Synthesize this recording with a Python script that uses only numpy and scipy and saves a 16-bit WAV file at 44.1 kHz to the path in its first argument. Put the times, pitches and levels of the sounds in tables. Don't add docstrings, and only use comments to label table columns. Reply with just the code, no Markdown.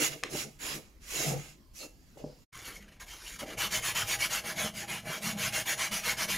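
import sys
import numpy as np
from scipy import signal
from scipy.io import wavfile
from scipy.ndimage import uniform_filter1d

SR = 44100
rng = np.random.default_rng(int(sys.argv[2]) if len(sys.argv) > 2 else 0)


def unload_wav(signal):
    wavfile.write(
        sys.argv[1],
        SR,
        np.round(np.clip(np.atleast_2d(signal).T, -1, 1) * 32767).astype(np.int16),
    )


def gain_from_decibels(decibels):
    exponent = np.asarray(decibels, float) / 20
    return 10 ** exponent


N = 280917
SECOND_SETUP_S = 2.5
# (centre [Hz], width [Hz], relative level [dB])
BENCH_TOP = [(310, 80, 0), (420, 80, -1), (495, 70, 0), (610, 120, -1), (760, 180, -6)]


def read(points, hz):
    f, value = np.transpose(points)
    return np.interp(np.log(hz + 1), np.log(f + 1), value)


def evened(x):
    return x / np.sqrt(np.mean(x ** 2) + 1e-20)


def column(tables, order):
    rows = np.concatenate(tables)
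    return gain_from_decibels(np.interp(np.arange(N) / SR, rows[:, 0], rows[:, order]))


def ringing(modes):
    def gain(hz):
        return np.sqrt(sum(gain_from_decibels(2 * db) / (1 + (2 * (hz - f) / width) ** 2) ** 1.42
                           for f, width, db in modes))
    return gain


def hiss(points):
    return lambda hz: gain_from_decibels(read(points, hz))


def grit(per_s, spread_db, smooth):
    size = gain_from_decibels(spread_db * np.minimum(rng.exponential(1, (2, N)), 3))
    size = size * rng.choice([-1, 1], (2, N))
    clicks = evened(size * (rng.random((2, N)) < per_s / SR))
    share = np.clip(smooth, 0, 1)
    return np.sqrt(1 - share) * clicks + np.sqrt(share) * rng.standard_normal((2, N))


def colour(drive, shape, patchy_db, wide, fine_db=0, size=1024):
    # (frequency [Hz], left-right likeness [0 to 1])
    likeness = [(60, 0.83), (180, 0.88), (350, 0.89), (550, 0.52), (1650, 0.082), (4970, 0.52), (15000, 1)]
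    # (frequency [Hz], left minus right [dB])
    side_lean = [(60, 1), (130, 3), (290, 1.5), (640, -2.5), (1410, -4.5), (3100, -4), (6820, -1.5),
                 (15000, -17.5)]
    hz, _, (a, b) = signal.stft(drive, SR, nperseg=size, noverlap=size * 3 // 4)
    broad, fine = rng.standard_normal((2, *a.shape))
    broad = evened(uniform_filter1d(uniform_filter1d(broad, 10, 0), 6, 1, mode="wrap"))
    fine = evened(uniform_filter1d(uniform_filter1d(fine, 2, 0), 20, 1, mode="wrap"))
    same = np.clip(read(likeness, hz), 0, 1)[:, None] if wide else 1
    lean = gain_from_decibels(read(side_lean, hz) / 2)[:, None] if wide else 1
    left = a * lean
    right = (same * a + np.sqrt(1 - same ** 2) * b) / lean
    wander = gain_from_decibels(patchy_db * broad + fine_db * fine)
    z = np.array([left, right]) * (shape(hz)[:, None] * wander)
    out = signal.istft(z, nperseg=size, noverlap=size * 3 // 4)[1][:, :N]
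    return out / np.std(out.mean(0))


def arcs(table, order):
    roundness = 1.036
    tail_db, tail_t60 = -15.5, 0.52
    t = np.arange(N) / SR
    power = 0
    for row in table:
        place = np.interp(t, np.sort(row[:3]), [0, .5, 1])
        power = power + gain_from_decibels(2 * row[order]) * np.abs(np.sin(np.pi * place)) ** (2 * roundness)
    keep = gain_from_decibels(-120 / (tail_t60 * SR))
    tail = signal.lfilter([1 - keep], [1, -keep], power)
    return np.sqrt(power + gain_from_decibels(2 * tail_db) * tail)


def held_rub():
    # (start [s], fastest or loudest [s], end [s], piece ringing [dB], grit hiss [dB])
    held_arcs = [(-0.04, 0.04, 0.1, -38, -36), (0.1, 0.125, 0.16, -51.5, -53.5),
                 (0.235, 0.25, 0.32, -56, -70), (0.29, 0.4, 0.46, -48, -44),
                 (0.585, 0.69, 0.8, -46.5, -45.5), (1.0, 1.07, 1.12, -63, -60.5),
                 (1.06, 1.23, 1.358, -45, -41.5), (1.3, 1.38, 1.57, -60, -58.5),
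                 (1.73, 1.825, 1.88, -60.5, -53), (1.9, 2.1, 3.2, -80.5, -77),
                 (2.17, 2.185, 2.24, -69.5, -67.5)]
    # (centre [Hz], width [Hz], relative level [dB])
    piece_modes = [(1265, 50, -1.5), (1860, 1600, -3.5), (2186, 330, -0.5), (2760, 450, 0.5),
                   (3330, 130, -0.5), (3780, 490, -6)]
    # (frequency [Hz], relative level [dB])
    hiss_colour = [(2470, -67.5), (4200, -6), (5300, 1.5), (6300, 0), (6800, 5.5), (7600, -2.5), (8300, -8),
                   (9700, -8.5), (10600, -4), (11700, -9.5), (13300, -9.5), (14000, -30), (14400, -24.5),
                   (15900, -14)]
    rub = grit(per_s=2500, spread_db=6.0, smooth=0.69)
    ring = colour(rub, ringing(piece_modes), patchy_db=1.5, fine_db=2.0, wide=True)
    scrape = colour(rub, hiss(hiss_colour), patchy_db=2.5, fine_db=2.7, wide=True)
    return arcs(held_arcs, order=3) * ring + arcs(held_arcs, order=4) * scrape


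def held_shake():
    # (start [s], end [s], low modes [dB], high modes [dB], thud [dB])
    bench_shakes = [(-0.05, 0.057, -42.5, -48.5, -62), (0.04, 0.203, -59, -58.5, -55.5),
                    (0.222, 0.272, -49, -63, -56), (0.272, 0.405, -50.5, -62, -57),
                    (0.392, 0.521, -59, -67, -52), (0.597, 0.72, -57.5, -61, -60),
                    (0.68, 0.821, -55, -56.5, -52), (1.1, 1.32, -52.5, -53.5, -63),
                    (1.229, 1.417, -53.5, -47.5, -42), (1.792, 1.883, -56.5, -58, -75),
                    (2.152, 2.246, -66, -60.5, -78), (2.212, 2.35, -60, -62, -60)]
    # (centre [Hz], width [Hz], relative level [dB])
    thud_modes = [(100, 10, -21), (147, 9.8, 10), (216, 19, -3)]
    peak_share = 0.55
    shake = grit(per_s=280, spread_db=4.5, smooth=0.59)
    moves = [(a, a + peak_share * (b - a), b, *dbs) for a, b, *dbs in bench_shakes]
    low = colour(shake, ringing(BENCH_TOP[:2]), patchy_db=2.5, fine_db=2.0, wide=True, size=2048)
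    high = colour(shake, ringing(BENCH_TOP[2:]), patchy_db=4.0, fine_db=3.5, wide=True, size=2048)
    thud = colour(shake, ringing(thud_modes), patchy_db=4.5, wide=True, size=4096)
    return arcs(moves, order=3) * low + arcs(moves, order=4) * high + arcs(moves, order=5) * thud


def air(wide):
    # (frequency [Hz], relative level [dB])
    tone_colour = [(15, -34), (25, 0), (68, -14.5), (130, -12.5), (307, -16), (527, -28), (3880, -39),
                   (4820, -33.5), (9460, -47.5), (13400, -43), (15800, -54)]
    # (time [s], level [dB])
    deep_level = [
        [(0.0, -78), (0.45, -69), (1.3, -60), (1.65, -69), (2.43, -68.5)],
        [(2.54, -55), (3.6, -54), (4.5, -57.5), (5.7, -71), (6.37, -51)],
    ]
    tone = colour(rng.standard_normal((2, N)), hiss(tone_colour), patchy_db=3.5, wide=wide, size=2048)
    deep = colour(rng.standard_normal((2, N)), ringing([(44.7, 19, 0)]), patchy_db=1.5, wide=wide, size=4096)
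    return gain_from_decibels(-66) * tone + column(deep_level, order=1) * deep


def room(x, db, t60):
    t = np.arange(SR // 2) / SR
    tail = rng.standard_normal(len(t)) * gain_from_decibels(-60 * t / t60) * (t > .004)
    tail = tail / np.linalg.norm(tail)
    return x + gain_from_decibels(db) * signal.fftconvolve(x, tail[None], axes=1)[:, :N]


def knocks():
    # (time [s], peak [dB], favoured pitch [Hz]: hard contact = high)
    blows = [(.2305, -38, 1500), (.2356, -22, 3200), (.2372, -26, 2300), (2.172, -46, 620),
             (2.241, -33, 300), (2.556, -39, 7000), (2.576, -35, 6600), (2.583, -38, 8000),
             (2.591, -33, 4000), (2.618, -37, 6000), (.352, -33, 450), (3.42, -32, 560), (3.429, -28, 400),
             (3.436, -32, 560)]
    # (nominal pitch [Hz], relative level [dB], t60 [s])
    blow_modes = [(270, 0, .035), (390, -1, .03), (570, -2, .05), (760, -5, .03), (1300, -5, .012),
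                  (1800, -3, .007), (2300, 0, .007), (3000, -4, .005), (4500, -3, .005), (6600, 0, .005),
                  (10500, -2, .004)]
    crack_share, crack_t60, hard_hz = .6, .007, 3000
    out, t = np.zeros(N), np.arange(4000) / SR
    for s, peak_db, favoured in blows:
        ring = np.zeros(len(t))
        for hz, db, t60 in blow_modes:
            pitch = hz * (1 + .04 * rng.uniform(-1, 1))
            level_db = db - 60 * t / t60 - 5 * np.log2(hz / favoured) ** 2
            ring += gain_from_decibels(level_db) * np.sin(2 * np.pi * pitch * t)
        band = signal.butter(2, [favoured / 2, min(favoured * 2, 15000)], "bandpass", fs=SR)
        crack = signal.lfilter(*band, rng.standard_normal(len(t))) * gain_from_decibels(-60 * t / crack_t60)
        hardness = min(favoured / hard_hz, 1) ** 2
        blow = ring / np.abs(ring).max() + crack_share * hardness * crack / np.abs(crack).max()
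        blow *= 1 - np.exp(-2.5 * favoured * t)
        at = round(s * SR)
        out[at:at + len(t)] -= gain_from_decibels(peak_db) * blow / np.abs(blow).max()
    return out


def squeaks():
    # (time [s], length [s], pitch [Hz], peak [dB], t60 [s]: very short = a band of hiss)
    pushes = [(1.785, .075, 2700, -52, .22), (1.785, .07, 4250, -45, .012), (1.82, .04, 1300, -54, .05),
              (2.15, .27, 5000, -60, .003), (2.715, .02, 2230, -46, .025), (2.75, .025, 2200, -37, .03),
              (3.005, .03, 1700, -40, .015), (3.08, .05, 1900, -42, .02), (3.255, .03, 2950, -36, .025),
              (3.405, .02, 1300, -39, .02), (3.515, .025, 1650, -44, .02)]
    out, t = np.zeros(N), np.arange(12000) / SR
    for s, length, hz, db, t60 in pushes:
        push = rng.standard_normal(len(t)) * np.sin(np.pi * np.clip(t / length, 0, 1))
        mode = gain_from_decibels(-60 * t / t60) * np.sin(2 * np.pi * hz * t)
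        ring = signal.fftconvolve(push, mode)[:len(t)]
        at = round(s * SR)
        out[at:at + len(t)] += gain_from_decibels(db) * ring / np.abs(ring).max()
    return out


def stroke_levels():
    # (turn [s], level at the turn [dB], fastest [s], level at full speed [dB],
    # low piece modes over high [dB]); an arc tops out a little short of full speed
    quick_strokes = [(3.561, -65, 3.627, -27.5, -3), (3.695, -51, 3.755, -26, -7),
                     (3.811, -48, 3.874, -27.5, -9), (3.94, -47, 3.975, -26, -4.5),
                     (4.054, -42.5, 4.13, -27, -8.5), (4.176, -47, 4.24, -26.5, -10),
                     (4.286, -49, 4.343, -28, -9), (4.425, -56, 4.495, -32.5, 0),
                     (4.547, -49, 4.611, -30.5, -5.5), (4.725, -66, 4.793, -36.5, -7),
                     (4.869, -55, 4.91, -34, -2), (5.03, -56.5, 5.144, -34.5, -3),
                     (5.204, -53, 5.269, -30, -6.5), (5.354, -53.5, 5.449, -28.5, -7),
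                     (5.512, -47.5, 5.569, -27.5, -6), (5.644, -55.5, 5.706, -27, -6.5),
                     (5.763, -50.5, 5.829, -28, -1), (5.903, -52, 5.94, -28.5, -7.5),
                     (6.021, -42.5, 6.09, -27, -5), (6.156, -58.5, 6.222, -27.5, -1.5),
                     (6.272, -49, 6.31, -28.5, -6.5)]
    turn, turn_db, fastest, db, low_db = np.transpose(quick_strokes)
    t, count = np.arange(N) / SR, len(turn)
    knots = np.append(np.transpose([turn, fastest]).ravel(), 6.42)
    place = np.interp(t, knots, np.arange(2 * count + 1) / 2)
    k = np.minimum(place.astype(int), count - 1)
    speed = np.clip(1.11 * np.abs(np.sin(np.pi * place)) - .25, 0, 1) ** 0.95
    rest = gain_from_decibels(np.interp(t, turn, turn_db))
    level = rest + (gain_from_decibels(db[k]) - rest) * speed
    hiss_db = np.interp(t, fastest, 1.14 + 0.17 * (db + 27))
    return t > turn[0], level, hiss_db, np.interp(t, fastest, low_db)


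def clamped_rub():
    # (start [s], fastest [s], end [s], piece ringing [dB], grit hiss [dB])
    handling = [(2.5, 2.6, 2.66, -46, -52.5), (2.61, 2.68, 2.777, -43.5, -45),
                (2.74, 2.76, 2.795, -50.5, -49), (2.8, 2.815, 2.88, -58, -63), (2.84, 2.91, 3.01, -57, -65),
                (2.995, 3.01, 3.06, -48, -49.5), (3.055, 3.09, 3.3, -48, -50),
                (3.2, 3.27, 3.41, -45.5, -45.5), (3.385, 3.4, 3.455, -39.5, -43.5),
                (3.45, 3.53, 3.56, -41.5, -47)]
    # (centre [Hz], width [Hz], relative level [dB])
    piece_modes = [(1006, 124, -1), (1314, 450, -3.5), (1700, 460, -1.5), (2110, 150, -12),
                   (2227, 345, 2.5), (2780, 180, -3), (3090, 370, -1), (3270, 1200, -8.5)]
    # (frequency [Hz], relative level [dB])
    hiss_colour = [(2470, -25), (4200, -5), (5800, -1.5), (6800, 1.5), (7500, -7.5), (8500, -9.5),
                   (10000, -5), (10700, -2), (11600, -7), (13300, -8), (14000, -26), (14400, -15),
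                   (15100, -8), (15900, -29)]
    rub = grit(per_s=3000, spread_db=2.6, smooth=0.77)[:1].repeat(2, 0)
    sanding, level, hiss_db, low_db = stroke_levels()
    high = sanding * level / np.sqrt(1 + gain_from_decibels(2 * hiss_db) + gain_from_decibels(2 * low_db))
    wobble = uniform_filter1d(rng.standard_normal(N), round(0.013 * SR))
    uneven = gain_from_decibels(2 * evened(uniform_filter1d(wobble, 100)))
    handled = uneven * arcs(handling, order=3)
    handled_hiss = uneven * arcs(handling, order=4)
    low_ring = colour(rub, ringing(piece_modes[:3]), patchy_db=4.0, fine_db=1.2, wide=False)
    high_ring = colour(rub, ringing(piece_modes[3:]), patchy_db=2.5, fine_db=4.0, wide=False)
    scrape = colour(rub, hiss(hiss_colour), patchy_db=2.8, fine_db=3.5, wide=False)
    return ((high * gain_from_decibels(low_db) + 0.4 * handled) * low_ring
            + (high + 0.64 * handled) * high_ring
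            + (high * gain_from_decibels(hiss_db) + handled_hiss) * scrape)


def clamped_bench():
    # (time [s], level [dB])
    boards_level = [(2.53, -69), (2.65, -55.5), (2.95, -67.5), (3.1, -60.5), (3.38, -66), (3.43, -38.5),
                    (3.48, -45.5), (4.3, -46.5), (4.66, -41.5), (4.72, -51), (4.95, -42.5), (5.02, -53),
                    (5.07, -44), (5.6, -47), (6.2, -46.5), (6.37, -50.5)]
    # (time [s], boom level [dB], rumble level [dB])
    boom_level = [(2.53, -67, -58.5), (2.66, -75, -61), (2.81, -55.5, -68), (3.21, -84, -66),
                  (3.42, -51, -70), (3.62, -58, -48), (3.65, -44.5, -69), (3.76, -50, -49.5),
                  (4.3, -56.5, -53.5), (4.53, -45.5, -68), (4.61, -37.5, -51), (4.83, -50, -57),
                  (5.11, -42, -55), (5.19, -50, -76), (5.24, -47, -53), (5.27, -32.5, -76),
                  (5.47, -44, -49), (5.88, -58, -60.5), (5.93, -39.5, -50), (5.99, -55, -64),
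                  (6.1, -50.5, -51), (6.37, -45, -60)]
    board_modes = [(362, 58, -6), (478, 14.5, 2), (639, 66, 3), (811, 18, 7)]
    boom_modes = [(170.6, 31, -6), (206.4, 17, -0.5)]
    rumble_modes = [(86, 20, -36), (109, 38, -7)]
    shake = grit(per_s=200, spread_db=6.0, smooth=0.63)
    sanding, level, _, _ = stroke_levels()
    strength = level / np.median(level[sanding])
    boards = column([boards_level], order=1)
    boom_gain = column([boom_level], order=1) * np.where(sanding, np.minimum(strength, 1) ** 0.29, 1)
    top = colour(shake, ringing(BENCH_TOP), patchy_db=3.5, wide=False)
    planks = colour(shake, ringing(board_modes), patchy_db=3.0, wide=False, size=2048)
    boom = colour(shake, ringing(boom_modes), patchy_db=1.0, wide=False, size=4096)
    rumble = colour(shake, ringing(rumble_modes), patchy_db=3.27, wide=False, size=4096)
    return (boards * ~sanding * top
            + boards * sanding * strength ** 0.29 * planks
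            + boom_gain * boom
            + column([boom_level], order=2) * rumble)


def scene():
    first = np.arange(N) < SECOND_SETUP_S * SR
    held = held_rub() + held_shake()
    clamped = clamped_rub() + clamped_bench()
    work = np.where(first, held, clamped) + knocks() + squeaks()
    return room(work, db=-10.5, t60=0.25) + np.where(first, air(wide=True), air(wide=False))


def low_pass(x):
    return signal.sosfilt(signal.butter(12, 17050, fs=SR, output="sos"), x)


def record(dry):
    # (time [s], level [dB])
    gain_points = [(2.435, 5), (2.445, -5), (2.47, -48), (2.475, -120), (2.519, -120), (2.522, -28),
                   (2.529, -3)]
    edge = signal.firwin(301, 15850, window=("kaiser", 9), fs=SR)
    faded = dry * column([gain_points], order=1)
    mix = signal.oaconvolve(faded, edge[None], "same")
    return low_pass(mix)


dry = scene()
out = record(dry)
unload_wav(out)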